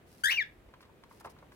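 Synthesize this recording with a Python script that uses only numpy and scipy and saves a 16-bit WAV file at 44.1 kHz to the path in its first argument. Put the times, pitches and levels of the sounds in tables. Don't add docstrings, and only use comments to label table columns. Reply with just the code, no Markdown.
import sys
import numpy as np
from scipy import signal
from scipy.fft import rfft, irfft, next_fast_len
from scipy.io import wavfile
from scipy.ndimage import map_coordinates

SR = 44100
rng = np.random.default_rng(int(sys.argv[2]) if len(sys.argv) > 2 else 0)


def store_pcm(level_fs):
    pcm = np.round(np.clip(level_fs, -1, 1) * 32767).astype(np.int16)
    wavfile.write(sys.argv[1], SR, np.atleast_2d(pcm).T)


N = 68355
TIME = np.arange(N) / SR


def amp(db):
    return 10 ** (np.asarray(db) / 20)


def unit(x):
    return x / np.sqrt(np.mean(x ** 2) + 1e-20)


def along(points, hz):
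    f, v = np.transpose(points)
    return np.interp(np.log(hz + 1), np.log(f + 1), v)


def curves(rows):
    times, *columns = np.transpose(rows)
    return [np.interp(TIME, times, column) for column in columns]


def swells(rows):
    return sum(amp(db) * np.sqrt(np.abs(np.sin(np.pi * np.clip((TIME - start) / length, 0, 1))))
               for start, length, db in rows)


def wobble(rate):
    return map_coordinates(rng.standard_normal(N), [TIME * rate], mode="wrap")


def filtered(x, response):
    size = next_fast_len(N + SR // 2)
    return irfft(rfft(x, size) * response(np.fft.rfftfreq(size, 1 / SR)), size)[..., :N]


def eq(x, colour):
    return filtered(x, lambda hz: amp(along(colour, hz)))


def delayed(x, ms):
    return filtered(x, lambda hz: np.exp(-2j * np.pi * hz * ms / 1000))


def noise(colour):
    return unit(eq(rng.standard_normal(N), colour))


# (frequency [Hz], correlation [0-1])
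STEREO_LIKENESS = [(30, 1), (120, 0.89), (400, 0.69), (1200, 0.1), (4000, 0.056)]
def stereo_noise(colour):
    def width(hz):
        return np.arccos(np.clip(along(STEREO_LIKENESS, hz), -1, 1)) / 2
    mid = filtered(noise(colour), lambda hz: np.cos(width(hz)))
    side = filtered(noise(colour), lambda hz: np.sin(width(hz)))
    return unit(np.array([mid + side, mid - side]))


# (frequency [Hz], gain [dB])
RUMBLE_COLOUR = [(15, -53.5), (28, -21), (45, 1), (70, 0), (125, 0), (180, -3), (350, -2.5), (520, -6),
                 (850, -13), (1900, -17.5), (2700, -20), (5500, -32), (16000, -34)]
# (time [s], level [dB])
RUMBLE_LEVEL = [(0, -59.5), (.22, -60), (.55, -60), (.75, -60.5), (1, -60), (1.25, -58.5), (1.55, -59)]
def room_rumble():
    level_db, = curves(RUMBLE_LEVEL)
    return amp(level_db) * stereo_noise(RUMBLE_COLOUR)


# (start [s], length [s], level [dB])
MIC_BUMPS = [(.25, 0.084, -66), (.41, 0.23, -63.5), (.655, 0.041, -63.5)]
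# (frequency [Hz], gain [dB])
MIC_BUMP_COLOUR = [(24, -32), (40, -10.5), (50, -8), (68, -23), (110, -27), (400, -64)]
def microphone_bumps():
    return swells(MIC_BUMPS) * noise(MIC_BUMP_COLOUR)


# (frequency [Hz], t60 [s])
REVERB_DECAY = [(300, 0.12), (2000, 0.26), (5000, 0.19), (12000, 0.18)]
# (frequency [Hz], gain [dB])
REVERB_COLOUR = [(300, 14.5), (2200, -5), (5000, 2), (12000, -8)]
def room_reverb(x, predelay_s=0.0037):
    hz, age, spectrum = signal.stft(rng.standard_normal((2, SR // 2)), SR, nperseg=256)
    decay = amp(-60 * age / along(REVERB_DECAY, hz)[:, None])
    _, tail = signal.istft(spectrum * decay, SR, nperseg=256)
    send = np.pad(x, (int(predelay_s * SR), 0))
    wet = signal.fftconvolve(send[None], tail / np.linalg.norm(tail[0]), axes=1)[:, :N]
    return eq(wet, REVERB_COLOUR)


# (start [s], length [s], level [dB])
FEATHER_RUSTLES = [(.06, 0.179, -65.5), (.19, 0.04, -70), (.81, 0.016, -64), (1.092, 0.11, -67),
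                   (1.198, 0.019, -57.5), (1.24, 0.036, -61.5), (1.293, 0.032, -62.5), (1.52, 0.037, -69)]
# (frequency [Hz], gain [dB])
FEATHER_COLOUR = [(1000, 2), (3500, 1.5), (5200, 6), (7000, 0), (10000, 4), (15000, -2.5)]
def feathers(grain_db=3, pan_db=0.8):
    texture = unit(amp(grain_db * wobble(490)) * stereo_noise(FEATHER_COLOUR))
    return swells(FEATHER_RUSTLES) * texture * amp([[pan_db], [-pan_db]])


# (frequency [Hz], gain [dB], t60 [s])
BOARD_MODES = [(780, -10, .05), (980, 0, .07), (1110, -2, .06), (1400, -11, .04), (2080, -7, .05)]
def board_ring(age, scatter_db=1.5, detune=0.022):
    ring = np.zeros(N)
    for hz, db, t60 in BOARD_MODES:
        envelope = amp(db + rng.normal(0, scatter_db) - 60 * age / t60)
        ring += envelope * np.sin(2 * np.pi * hz * rng.normal(1, detune) * age)
    return ring


# (time [s], relative level [dB], scuff tilt [dB/octave], scuff t60 [s])
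STEPS = [(.687, -53, 4, 0.03), (.738, -40, 1, 0.033), (.806, -49.5, 8.5, 0.034), (.826, -50, 7, 0.062),
         (.851, -52, 5, 0.039), (.892, -51, -10, 0.036), (1.036, -43.5, 8, 0.024), (1.11, -47.5, -5, 0.085),
         (1.207, -45, -2, 0.054), (1.246, -31.5, -3, 0.047), (1.257, -38.5, -18, 0.063),
         (1.269, -46, 2.5, 0.072), (1.364, -53, 0, 0.047), (1.386, -50, 7, 0.034), (1.425, -44, -9, .05),
         (1.519, -46.5, 7.5, 0.032)]
# (frequency [Hz], gain [dB])
SCUFF_COLOUR = [(200, -32), (400, -21), (620, -13), (800, -6), (1000, 0), (1400, -7), (2200, -13),
                (3100, -23), (4400, -25), (6500, -40), (15000, -46)]
def footsteps(scuff_db=-2.5, ring_db=-10, attack_s=0.0012):
    steps = np.zeros(N)
    for start, db, tilt, t60 in STEPS:
        age = np.maximum(TIME - start, 0)
        colour = [(hz, gain + tilt * np.log2(np.clip(hz, 500, 5000) / 1000))
                  for hz, gain in SCUFF_COLOUR]
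        scuff = amp(scuff_db - 60 * age / t60) * noise(colour)
        attack = 1 - np.exp(-age / attack_s)
        steps += amp(db) * attack * (scuff + amp(ring_db) * board_ring(age))
    return steps


# (frequency [Hz], gain [dB])
BEAK_COLOUR = [(900, -35), (1500, -1.5), (2900, -6.5), (3400, 1.5), (5000, -4), (6600, 2.5), (7600, 1.5),
               (9800, 7.5), (11600, 7.5), (13500, 5), (15500, -9)]
# (frequency [Hz], gain [dB])
BEAK_MUFFLE = [(3500, 0.5), (5500, -4.5), (7000, -14), (8300, -15.5), (9300, -23), (11000, -30), (15000, 0)]
def whistle(pitch_hz, rolloff_db, closing_start_s=0.2597, closing_s=0.026, shimmer_db=1.5):
    closed = np.clip((TIME - closing_start_s) / closing_s, 0, 1)
    phase = 2 * np.pi * np.cumsum(pitch_hz) / SR
    tone = np.zeros(N)
    for k in range(1, 11):
        hz = np.abs(k * pitch_hz)
        db = along(BEAK_COLOUR, hz) + closed * along(BEAK_MUFFLE, hz) - rolloff_db * np.log2(k)
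        db += (k > 1) * shimmer_db * wobble(251.3)
        sheen = amp(-39) / (1 + ((hz - 14400) / 500) ** 2)
        tone += (amp(db) + sheen) * (hz < SR / 2) * np.sin(k * phase)
    return np.sqrt(2) * tone


# (time [s], pitch [Hz])
CHIRP_PITCH = [(.236, 1549), (.255, 1637), (.28, 1732), (.3, 1936), (.312, 2385), (.325, 2624),
               (.338, 2862), (.358, 2812), (.372, 2763), (.38, 2399), (.392, 2326), (.41, 1860),
               (.43, 1628)]
# (time [s], relative level [dB])
CHIRP_LEVEL = [(.236, -19), (.246, -20.5), (.26, -19.5), (.269, -23.5), (.295, -22), (.325, -18),
               (.337, -25.5), (.345, -24.5), (.36, -28.5), (.376, -23), (.389, -17.5), (.403, -23),
               (.417, -26.5), (.428, -31), (.434, -51)]
# (time [s], overtone roll-off [dB/octave], warble depth [Hz], rasp [0-1])
CHIRP_TIMBRE = [(.236, 10, 67, 0.09), (.261, 10, 93, .03), (.275, 10, 140, 0), (.298, 16.5, 258, 0.13),
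                (.312, 12, 417, 0.69), (.33, 20, 220, 0.86), (.352, 14.5, 133, 0.66), (.366, 13, 90, 0.06),
                (.388, 24.5, 21, 0.07), (.41, 14.5, 30, .04), (.43, 9.5, 13, 0)]
# (frequency [Hz], gain [dB])
SYRINX_RASP_COLOUR = [(300, -35.5), (1100, -7), (1350, -16), (2000, -1.5), (3000, 4.5), (4500, -12),
                      (6200, -10), (7300, -31.5), (15000, -15)]
# (time [s], level [dB])
AIR_LEVEL = [(.236, -43.5), (.255, -59), (.28, -40), (.325, -46), (.345, -74), (.38, -67), (.43, -77)]
# (frequency [Hz], gain [dB])
AIR_COLOUR = [(600, -38.5), (1500, -24), (2700, -14), (4000, -11), (6000, -11), (7300, 4), (9000, 1),
              (12000, 9), (15000, -9), (16000, -24)]
def chirp(warble_hz=79, crest_s=0.2475, jitter=0.0035, rasp_swing_hz=633, rasp_db=-4.5, fade_s=0.0037):
    pitch, = curves(CHIRP_PITCH)
    level_db, = curves(CHIRP_LEVEL)
    air_db, = curves(AIR_LEVEL)
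    rolloff_db, depth_hz, rasp = curves(CHIRP_TIMBRE)
    warble = np.cos(2 * np.pi * warble_hz * (TIME - crest_s))
    trough = ((1 - warble) / 2) ** 2
    roughness = rasp * (0.15 + 0.85 * trough)
    hz = pitch * (1 + jitter * wobble(900)) + depth_hz * warble
    hz += rasp_swing_hz * roughness * wobble(2200)
    flutter_db = 2.3 * warble * np.clip(depth_hz / 100, 0, 1) - 9 * roughness
    voice = amp(flutter_db) * whistle(hz, rolloff_db)
    voice += amp(rasp_db) * roughness * noise(SYRINX_RASP_COLOUR)
    fade_in = np.clip((TIME - CHIRP_LEVEL[0][0]) / fade_s, 0, 1)
    fade_out = np.clip((CHIRP_LEVEL[-1][0] - TIME) / fade_s, 0, 1)
    return fade_in * fade_out * (amp(level_db) * voice + amp(air_db) * noise(AIR_COLOUR))


# (frequency [Hz], gain [dB])
RIGHT_SHADOW = [(1500, -8), (2800, -4), (3600, -6.5), (5000, -5), (7000, -23), (15000, -26)]
def scene():
    call, steps = chirp(), footsteps()
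    left = call + steps
    right = delayed(eq(call, RIGHT_SHADOW), ms=0.457) + delayed(steps, ms=0.12)
    reverb = room_reverb(amp(-12) * call) + room_reverb(amp(-11) * steps)
    background = room_rumble() + microphone_bumps()
    return background + reverb + feathers() + np.array([left, right])


def record(dry, top_hz=16000):
    return filtered(dry, lambda hz: hz < top_hz)


dry = scene()
out = record(dry)
store_pcm(out)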